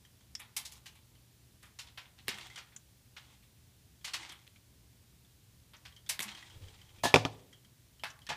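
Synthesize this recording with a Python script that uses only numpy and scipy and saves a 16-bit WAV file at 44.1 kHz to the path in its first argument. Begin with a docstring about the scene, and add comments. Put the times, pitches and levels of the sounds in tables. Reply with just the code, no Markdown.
"""Small ticks, rattles and hard snaps of hand wire strippers ring over a sheet-metal lamp housing in a store room.
Wire ends scrape the sheet, which booms when pushed; later steps rumble and the tool knocks on a wooden bench.
Ticks, rattles, snaps and cracks are shaped noise bursts; booms and knocks use fading sine waves.
Scrapes and steps are noise with a changing level. Ventilation noise, mains hum and microphone hiss run throughout."""
import sys
import numpy as np
from scipy import signal
from scipy.fft import rfft, irfft, next_fast_len
from scipy.io import wavfile
from scipy.ndimage import map_coordinates

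SR = 44100
rng = np.random.default_rng(int(sys.argv[2]) if len(sys.argv) > 2 else 0)


def store_pcm(level_fs):
    """Save levels as 16-bit WAV."""
    pcm = np.round(np.clip(level_fs, -1, 1) * 32767).astype(np.int16)
    wavfile.write(sys.argv[1], SR, np.atleast_2d(pcm).T)


N = 368676


def amp(db):
    """Turn a level in dB into a gain."""
    return 10 ** (np.asarray(db) / 20)


def unit(x):
    """Scale x to rms 1."""
    return x / np.sqrt(np.mean(x ** 2) + 1e-20)


def along(points, hz):
    """Read a (frequency [Hz], value) table with straight lines on a log frequency axis."""
    f, value = np.transpose(points)
    return np.interp(np.log(hz + 1), np.log(f + 1), value)


def gain_curve(rows):
    """Turn a (time [s], level [dB]) table into a gain per sample, practically silent outside it."""
    s, db = np.transpose(rows)
    return amp(np.interp(np.arange(N) / SR, s, db, left=-200, right=-200))


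def wobble(rate):
    """Draw a smooth random curve through `rate` random points a second."""
    points = rng.standard_normal(int(N * rate / SR) + 4)
    return map_coordinates(points, [np.arange(N) * rate / SR])


def filtered(x, response):
    """Filter x by multiplying its spectrum with a complex response of frequency."""
    n = x.shape[-1]
    m = next_fast_len(n + 8192)  # spare room for the filter to ring out
    spectrum = rfft(x, m) * response(np.fft.rfftfreq(m, 1 / SR))
    return irfft(spectrum, m)[..., :n]


def noise(colour):
    """Make steady noise of rms 1 whose spectrum follows a colour table."""
    white = rng.standard_normal(N)
    return unit(filtered(white, lambda hz: amp(along(colour, hz))))


def band(x, lo_hz, hi_hz):
    """Causal band-pass; white noise of rms 1 stays near rms 1."""
    sos = signal.butter(2, [lo_hz, hi_hz], "bandpass", fs=SR, output="sos")
    return signal.sosfilt(sos, x) * np.sqrt(SR / 2 / (hi_hz - lo_hz))


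def resonance(hz, centre_hz, width_hz):
    """Response of one damped vibration: a causal peak of gain 1."""
    return 1j * hz * width_hz / (centre_hz ** 2 - hz * hz + 1j * hz * width_hz)


def place(times, sounds):
    """Add each row of sounds at its start time."""
    out = np.zeros(N + sounds.shape[1])
    for s, sound in zip(times, sounds):
        out[round(s * SR):][:len(sound)] += sound
    return out[:N]


def background():
    """Ventilation is coloured noise whose level flutters; the mains hum is a sine that wavers."""
    # ventilation spectrum: (frequency [Hz], relative level [dB per Hz])
    air_colour = [(15, -58.5), (25, -23.5), (36, -13), (64, 2), (122, -2.5), (192, -8), (308, -14.5),
                  (386, -16.5), (447, -19.5), (1200, -27.5), (1560, -79.5), (2640, -120)]
    # mains hum: (frequency [Hz], middle rms level [dB])
    hum_tones = [(119.5, -70.5)]
    t = np.arange(N) / SR
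    air_db = -65 + 0.18 * wobble(22.0) + 0.86 * wobble(28)
    air = amp(air_db) * noise(air_colour)
    hum = np.zeros(N)
    for hz, db in hum_tones:
        level = np.sqrt(2) * amp(db + 1.4 * wobble(46))  # root 2 turns rms into peak
        hum += level * np.sin(2 * np.pi * hz * t + 0.39 * wobble(0.87))
    return air + hum


def housing(hz):
    """Response of the metal sheet: a few resonances added with alternating signs."""
    # sheet resonances: (centre [Hz], width [Hz], gain [dB])
    sheet_modes = [(2020, 720, -3.5), (3264, 240, 8.5), (3700, 950, -4.5)]
    total = 0
    for k, (centre_hz, width_hz, db) in enumerate(sheet_modes):
        total = total + (-1) ** k * amp(db) * resonance(hz, centre_hz, width_hz)
    return total


def ticks():
    """Offcuts and wire ends give a short click that rings one narrow resonance and the sheet below."""
    # ticks, starting 1 ms before the time: (time [s], level [dB], ring [Hz], 60 dB fade of the noise [s])
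    tick_rows = [(0.0508, -55.5, 3200, 0.13), (0.2096, -59, 3260, 0.093), (0.3524, -37, 5200, 0.037),
                 (0.4234, -65, 2530, .035), (1.154, -60, 3060, 0.083), (2.3439, -42, 3200, 0.13),
                 (2.5005, -48, 2090, 0.11), (2.5596, -40.5, 3220, 0.15), (2.7637, -47, 6500, 0.041),
                 (4.013, -60, 3250, 0.072), (4.1682, -45, 2540, 0.065), (4.2314, -49, 2140, .07),
                 (4.2946, -41, 3256, 0.16), (4.391, -58, 3270, 0.065), (4.4685, -52, 3270, 0.045),
                 (4.56, -57, 2300, 0.076), (5.249, -64, 3400, 0.077), (5.7675, -63, 5840, 0.044),
                 (5.924, -55.5, 3180, 0.078), (5.9646, -52.5, 3170, 0.18), (6.0637, -51.5, 3400, 0.12),
                 (6.317, -45, 3150, 0.053), (6.35, -44.5, 3100, .1), (6.427, -46.5, 2020, 0.068),
                 (6.499, -51, 3080, 0.11), (6.547, -60.5, 3250, 0.079), (6.639, -56.5, 3160, 0.086),
                 (6.684, -52, 3200, .05), (6.8154, -52.5, 3120, 0.084), (6.893, -59, 3100, .07),
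                 (6.986, -59.5, 2420, 0.3), (7.2638, -45.5, 4240, 0.031), (7.529, -52, 3170, 0.18),
                 (7.648, -56, 3170, .07), (7.9965, -56, 3010, 0.15), (8.103, -53, 5900, 0.061),
                 (8.2185, -56, 3170, 0.16), (8.2679, -42.5, 1820, 0.088)]
    s, db, hz, t60 = np.transpose(tick_rows)[:, :, None]
    t = np.arange(SR // 6) / SR
    grit = rng.standard_normal((len(s), len(t)))
    grit = grit * amp(-60 * t / t60) * (1 - np.exp(-t / 0.00011))
    width_hz = .16 * hz * (hz / 3200) ** .8  # higher rings are wider
    ring = amp(15) * filtered(grit, lambda f: resonance(f, hz, width_hz) ** 2)
    click = band(grit * amp(-60 * t / 0.093), 1200, 6700)
    click = click + amp(10.5) * filtered(grit, housing)
    return place(s[:, 0] - .001, amp(db) * (ring + amp(-7.5) * click))


def room(x):
    """Diffuse echo: each third of a second gets a new noise tail; each frequency dies at its own speed."""
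    # room echo: (frequency [Hz], 60 dB fade [s])
    echo_times = [(100, 0.62), (500, 0.63), (2000, 0.32), (6000, 0.15), (14000, 0.18)]
    hop = SR // 3
    parts = np.pad(x, (0, -N % hop)).reshape(-1, hop)
    hz, t, z = signal.stft(rng.standard_normal((len(parts), SR // 2)), SR, nperseg=256)
    fade = amp(-60 * t / along(echo_times, hz)[:, None])
    tails = signal.istft(z * fade, SR, nperseg=256)[1]
    tails = tails / np.linalg.norm(tails, axis=1, keepdims=True)
    starts = np.arange(len(parts)) * hop / SR + 0.0073  # the echo starts 7.3 ms late
    return place(starts, signal.fftconvolve(parts, tails, axes=1))


def burst(rows, width, body_db, t60, rise, grit_db):
    """Gritty noise dying away, its treble first, around one broad resonance with a low and a high shoulder."""
    s, db, hz, treble_db = np.transpose(rows)[:, :, None]
    t = np.arange(SR // 3) / SR
    # the grit takes a new random level every 30 samples
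    grit_levels = rng.standard_normal((len(s), len(t) // 30)).repeat(30, axis=1)
    grit = rng.standard_normal((len(s), len(t))) * amp(grit_db * grit_levels)
    hold_s = 0.009  # the fade starts after this time

    def fade(speed):
        """Let the grit build up, then die away; higher speeds die sooner."""
        return grit * (1 - np.exp(-t / rise)) * amp(-60 * speed * np.maximum(t - hold_s, 0) / t60)

    width_hz = hz * width

    def centre_response(f):
        """Double resonance with its far treble softened."""
        return resonance(f, hz, width_hz) ** 2 / (1 + 1j * f / (4.8 * hz)) ** 2

    centre = filtered(fade(0.91), centre_response) * np.sqrt(SR / width_hz / 2)
    body = amp(body_db) * band(fade(0.49), 830, 1550)
    treble = amp(treble_db) * band(fade(1.7), 4600, 12000)
    return place(s[:, 0] - .001, amp(db) * (centre + body + treble))  # starts 1 ms before the table time


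def rattles():
    """Many small contacts of wires and handles, heard as noise building up over a few milliseconds."""
    # soft-starting rattles: (time [s], level [dB], centre [Hz], treble [dB])
    rattle_rows = [(0.394, -45.5, 2830, 1.5), (0.7154, -51, 4870, 0.5), (0.7548, -58, 5470, -9),
                   (0.9507, -60, 3100, -1), (1.6257, -56, 2100, -0.5), (1.6508, -63.5, 2350, 3),
                   (1.865, -55.5, 3000, -33), (2.0487, -63.5, 2440, -17), (2.1784, -58.5, 2720, -28),
                   (2.3094, -45, 2420, -9), (2.3745, -48.5, 2270, -2.5), (2.4023, -48, 3050, -30),
                   (2.4274, -64, 3080, -9), (2.72, -64.5, 2080, -17), (3.422, -63.5, 3200, 0),
                   (4.2468, -50, 2470, -29), (4.3185, -53.5, 2470, -2), (6.1974, -37, 2920, 1.5),
                   (6.22, -45, 2350, 10), (6.2791, -44, 2930, -22), (6.3695, -50.5, 2850, -31),
                   (7.034, -28, 4810, -44), (7.0556, -34, 3940, -22), (8.0605, -50, 3900, -7.5)]
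    # width is relative to the centre; t60 [s] is the fade at speed 1; rise is in seconds
    return burst(rattle_rows, width=1.86, body_db=-16.5, t60=0.12, rise=0.0064, grit_db=4.5)


def snaps():
    """A hard contact of jaws and wire, then the dense reflections of sheet and bench, as one noise burst."""
    # hard snaps: (time [s], level [dB], centre [Hz], treble [dB])
    snap_rows = [(0.5654, -31.5, 4100, 0.5), (0.651, -40.5, 5040, -28), (0.8582, -44.5, 3450, -9),
                 (1.7888, -40, 3600, -45), (1.9752, -41.5, 2720, -10), (2.2871, -34.5, 3000, -25),
                 (2.574, -42, 2530, -44), (3.1657, -45.5, 2600, -17), (4.0445, -36, 3600, -46),
                 (4.0753, -40, 2830, -34), (4.135, -31.5, 3100, -51), (5.7347, -51, 2310, -10),
                 (5.8522, -45.5, 2900, -14), (6.0916, -28, 4244, -2.5), (8.0359, -36, 1963, -8.5),
                 (8.2901, -33, 2270, -41), (8.3174, -38.5, 1710, -22)]
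    # same units as the rattles; quicker start, wider band, weaker body, faster fade, less grit
    return burst(snap_rows, width=2.1, body_db=-26.5, t60=0.11, rise=.0015, grit_db=2)


def scrape():
    """Friction hisses in uneven grains; sparse snags of the wire ends ring the sheet."""
    # wires dragging over the sheet, one list per drag: (time [s], level before mixing [dB])
    drags = [
        [(2.27, -60), (2.454, -55), (2.7, -70)],
        [(3.18, -76), (3.3, -62.5), (3.39, -74)],
        [(4.1, -62), (4.21, -51.5), (4.45, -72.5)],
        [(6.2, -54), (6.85, -66), (7.0, -64)],
        [(7.25, -82), (7.334, -63.5), (7.5, -77.5)],
    ]
    # friction spectrum: (frequency [Hz], relative level [dB per Hz])
    rub_colour = [(150, -43), (330, 7), (480, -19), (800, 4), (1560, -6), (3190, -1.5), (9000, -8),
                  (15000, -50)]
    snags_per_s = 220  # on average
    grain = amp(1.5 * wobble(250) + 2.2 * wobble(40))
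    drag = sum(gain_curve(rows) for rows in drags)
    rub = drag * unit(grain * noise(rub_colour))
    snags = (rng.random(N) < snags_per_s / SR) * rng.standard_normal(N)
    snags = snags * amp(2 * rng.standard_normal(N))  # uneven strengths
    snag_ring = drag * unit(filtered(snags, housing))
    return amp(-3.5) * rub + amp(-2.5) * filtered(rub, housing) + amp(-9.5) * snag_ring


def booms():
    """A soft push sets one low vibration of the sheet going: a fading sine."""
    # pushes on the sheet: (time [s], level [dB])
    pushes = [(2.28, -64), (2.327, -51), (6.192, -54), (6.255, -45.5)]
    boom_hz = 206
    s, db = np.transpose(pushes)[:, :, None]
    t = np.arange(SR // 3) / SR
    envelope = amp(db - 60 * t / 0.22) * (1 - np.exp(-t / 0.0085))
    return place(s[:, 0], envelope * np.sin(2 * np.pi * boom_hz * t))


def cracks():
    """Dry cracks, loudest as the jaws slip off the wire and clap shut: brief broad noise over a dull push."""
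    # cracks, starting 0.6 ms before the time: (time [s], level [dB])
    crack_rows = [(2.2826, -23), (2.2892, -30), (2.4695, -46), (4.4774, -49), (6.193, -25.5), (6.2043, -32),
                  (8.191, -51), (8.3039, -42)]
    s, db = np.transpose(crack_rows)[:, :, None]
    t = np.arange(SR // 10) / SR
    grit = rng.standard_normal((len(s), len(t)))
    short = grit * amp(-60 * t / 0.014)
    edge = band(short, 1620, 4700) + amp(-5.5) * band(short, 4100, 12000)
    push = amp(-19.5) * band(grit * amp(-60 * t / 0.043), 133, 420)
    return place(s[:, 0] - .0006, amp(db) * (edge + push))


def steps():
    """The worker steps aside: lumpy low noise, the rumble through the floor boards."""
    # rumble loudness: (time [s], level [dB])
    step_levels = [(6.44, -78.5), (6.5, -68), (6.55, -55), (6.6, -51.5), (6.68, -51.5), (6.72, -59),
                   (6.85, -70), (7.03, -56)]
    # rumble spectrum: (frequency [Hz], relative level [dB per Hz])
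    step_colour = [(30, -5), (60, -6), (100, 10), (180, -22), (500, -14.5), (900, -38.5)]
    lumps = amp(1.3 * wobble(42))
    return gain_curve(step_levels) * unit(lumps * noise(step_colour))


def ringing(modes, t, count):
    """Blows on one object ring its modes at new strengths; loose joints blur each pitch, the more the higher."""
    blur = 3e-5  # random phase step [radians per sample and Hz]
    scatter_db = rng.normal(0, 1.5, (count, len(modes), 1))
    drift = np.cumsum(rng.standard_normal((count, len(modes), len(t))), axis=2) * blur
    total = 0
    for k, (hz, db, t60) in enumerate(modes):
        level = amp(db + scatter_db[:, k] - 60 * t / t60)
        total = total + level * np.sin(2 * np.pi * hz * t + hz * drift[:, k])
    return total


def knocks():
    """Each blow rings the bench top and the handles; steel on wood cracks for a few cycles."""
    # blows of the tool on the bench; crack and handles are relative to the blow:
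    # (time [s], level [dB], crack [dB], handle ring [dB])
    blows = [(7.037, -28, -26, 9.5), (7.054, -22.5, -29, 6), (7.1412, -9, -7.5, -19),
             (7.1591, -12.5, -11.5, -19.5), (7.251, -21, -12.5, -20.5), (8.036, -44.5, 5, 13.5),
             (8.291, -42, 1, 3), (8.304, -47, -17.5, 20.5), (8.318, -41, -15, 9)]
    # bench top vibrations: (frequency [Hz], relative level [dB], 60 dB fade [s])
    bench_modes = [(110.1, -11, 0.37), (153.4, 0, 0.13), (270, 3, 0.071), (428, 0.5, 0.056),
                   (495, -11.5, 0.14), (630, -3, 0.064), (724, -13, 0.18), (898, -10, 0.051),
                   (1050, -14.5, .08), (1560, -29.5, 0.032)]
    # tool handle vibrations: (frequency [Hz], relative level [dB], 60 dB fade [s])
    handle_modes = [(691, -2.5, .09), (860, -2, 0.11), (928, 5, 0.03), (1723, -6, 0.26), (2400, -13, .05),
                    (3510, -15, .05)]
    s, db, crack_db, handle_db = np.transpose(blows)[:, :, None]
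    t = np.arange(SR // 2) / SR
    bench_ring = ringing(bench_modes, t, count=len(s))
    handle_ring = amp(handle_db) * ringing(handle_modes, t, count=len(s))
    rings = amp(-10.0) * (bench_ring + handle_ring)
    grit = rng.standard_normal((len(s), len(t)))
    thud = amp(-5.5) * band(grit * amp(-60 * t / 0.059), 110, 1180)
    contact = -amp(13) * np.sin(2 * np.pi * 2450 * t)
    contact = contact * amp(-60 * t / .007)
    crack = amp(6) * band(grit * amp(-60 * t / 0.021), 1700, 3500)
    crack = crack + amp(-2.5) * band(grit * amp(-60 * t / 0.013), 4000, 5400)
    clatter = amp(-17.5) * band(grit * amp(-60 * t / 0.24), 1700, 5400)  # loose parts shake on
    blow = rings + thud + amp(crack_db) * (contact + crack + clatter)
    return place(s[:, 0], amp(db) * (1 - np.exp(-t / 0.00028)) * blow)


def scene():
    """Mix tool, wires and bench near the microphone with the room around them."""
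    small = ticks() + cracks()
    loose = rattles()
    loose = loose + amp(0.5) * filtered(loose, housing)  # loose wires lie on the sheet
    # little top treble reaches the microphone
    tool = filtered(snaps() + loose, lambda hz: 1 / (1 + 1j * hz / 9000))
    # the bench top radiates little deep bass
    bench = filtered(knocks(), lambda hz: (1j * hz / (70 + 1j * hz)) ** 2)
    far = room(amp(-9.0) * tool + amp(-14.5) * small + amp(-21.0) * bench)
    near = tool + small + bench + booms()
    return (near + far + scrape() + steps() + background())[None]


def record(dry):
    """The microphone adds its hiss; the hardest peaks are rounded off and the sound ends at 15.4 kHz."""
    # hiss spectrum: (frequency [Hz], relative level [dB per Hz])
    hiss_colour = [(530, -22), (900, -5.5), (1130, -3), (1510, 1), (2370, 1.5), (2550, 1.5), (3380, 3.5),
                   (4440, 2.5), (15200, -1.5)]
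    hiss_db, top_hz = -68, 15400  # hiss rms before the treble ends; upper limit of the sound
    x = dry + amp(hiss_db) * noise(hiss_colour)
    x = x / (1 + np.abs(x / .8) ** 4) ** (1 / 4)  # peaks bend smoothly towards 0.8
    return filtered(x, lambda hz: hz < top_hz)


dry = scene()
out = record(dry)
store_pcm(out)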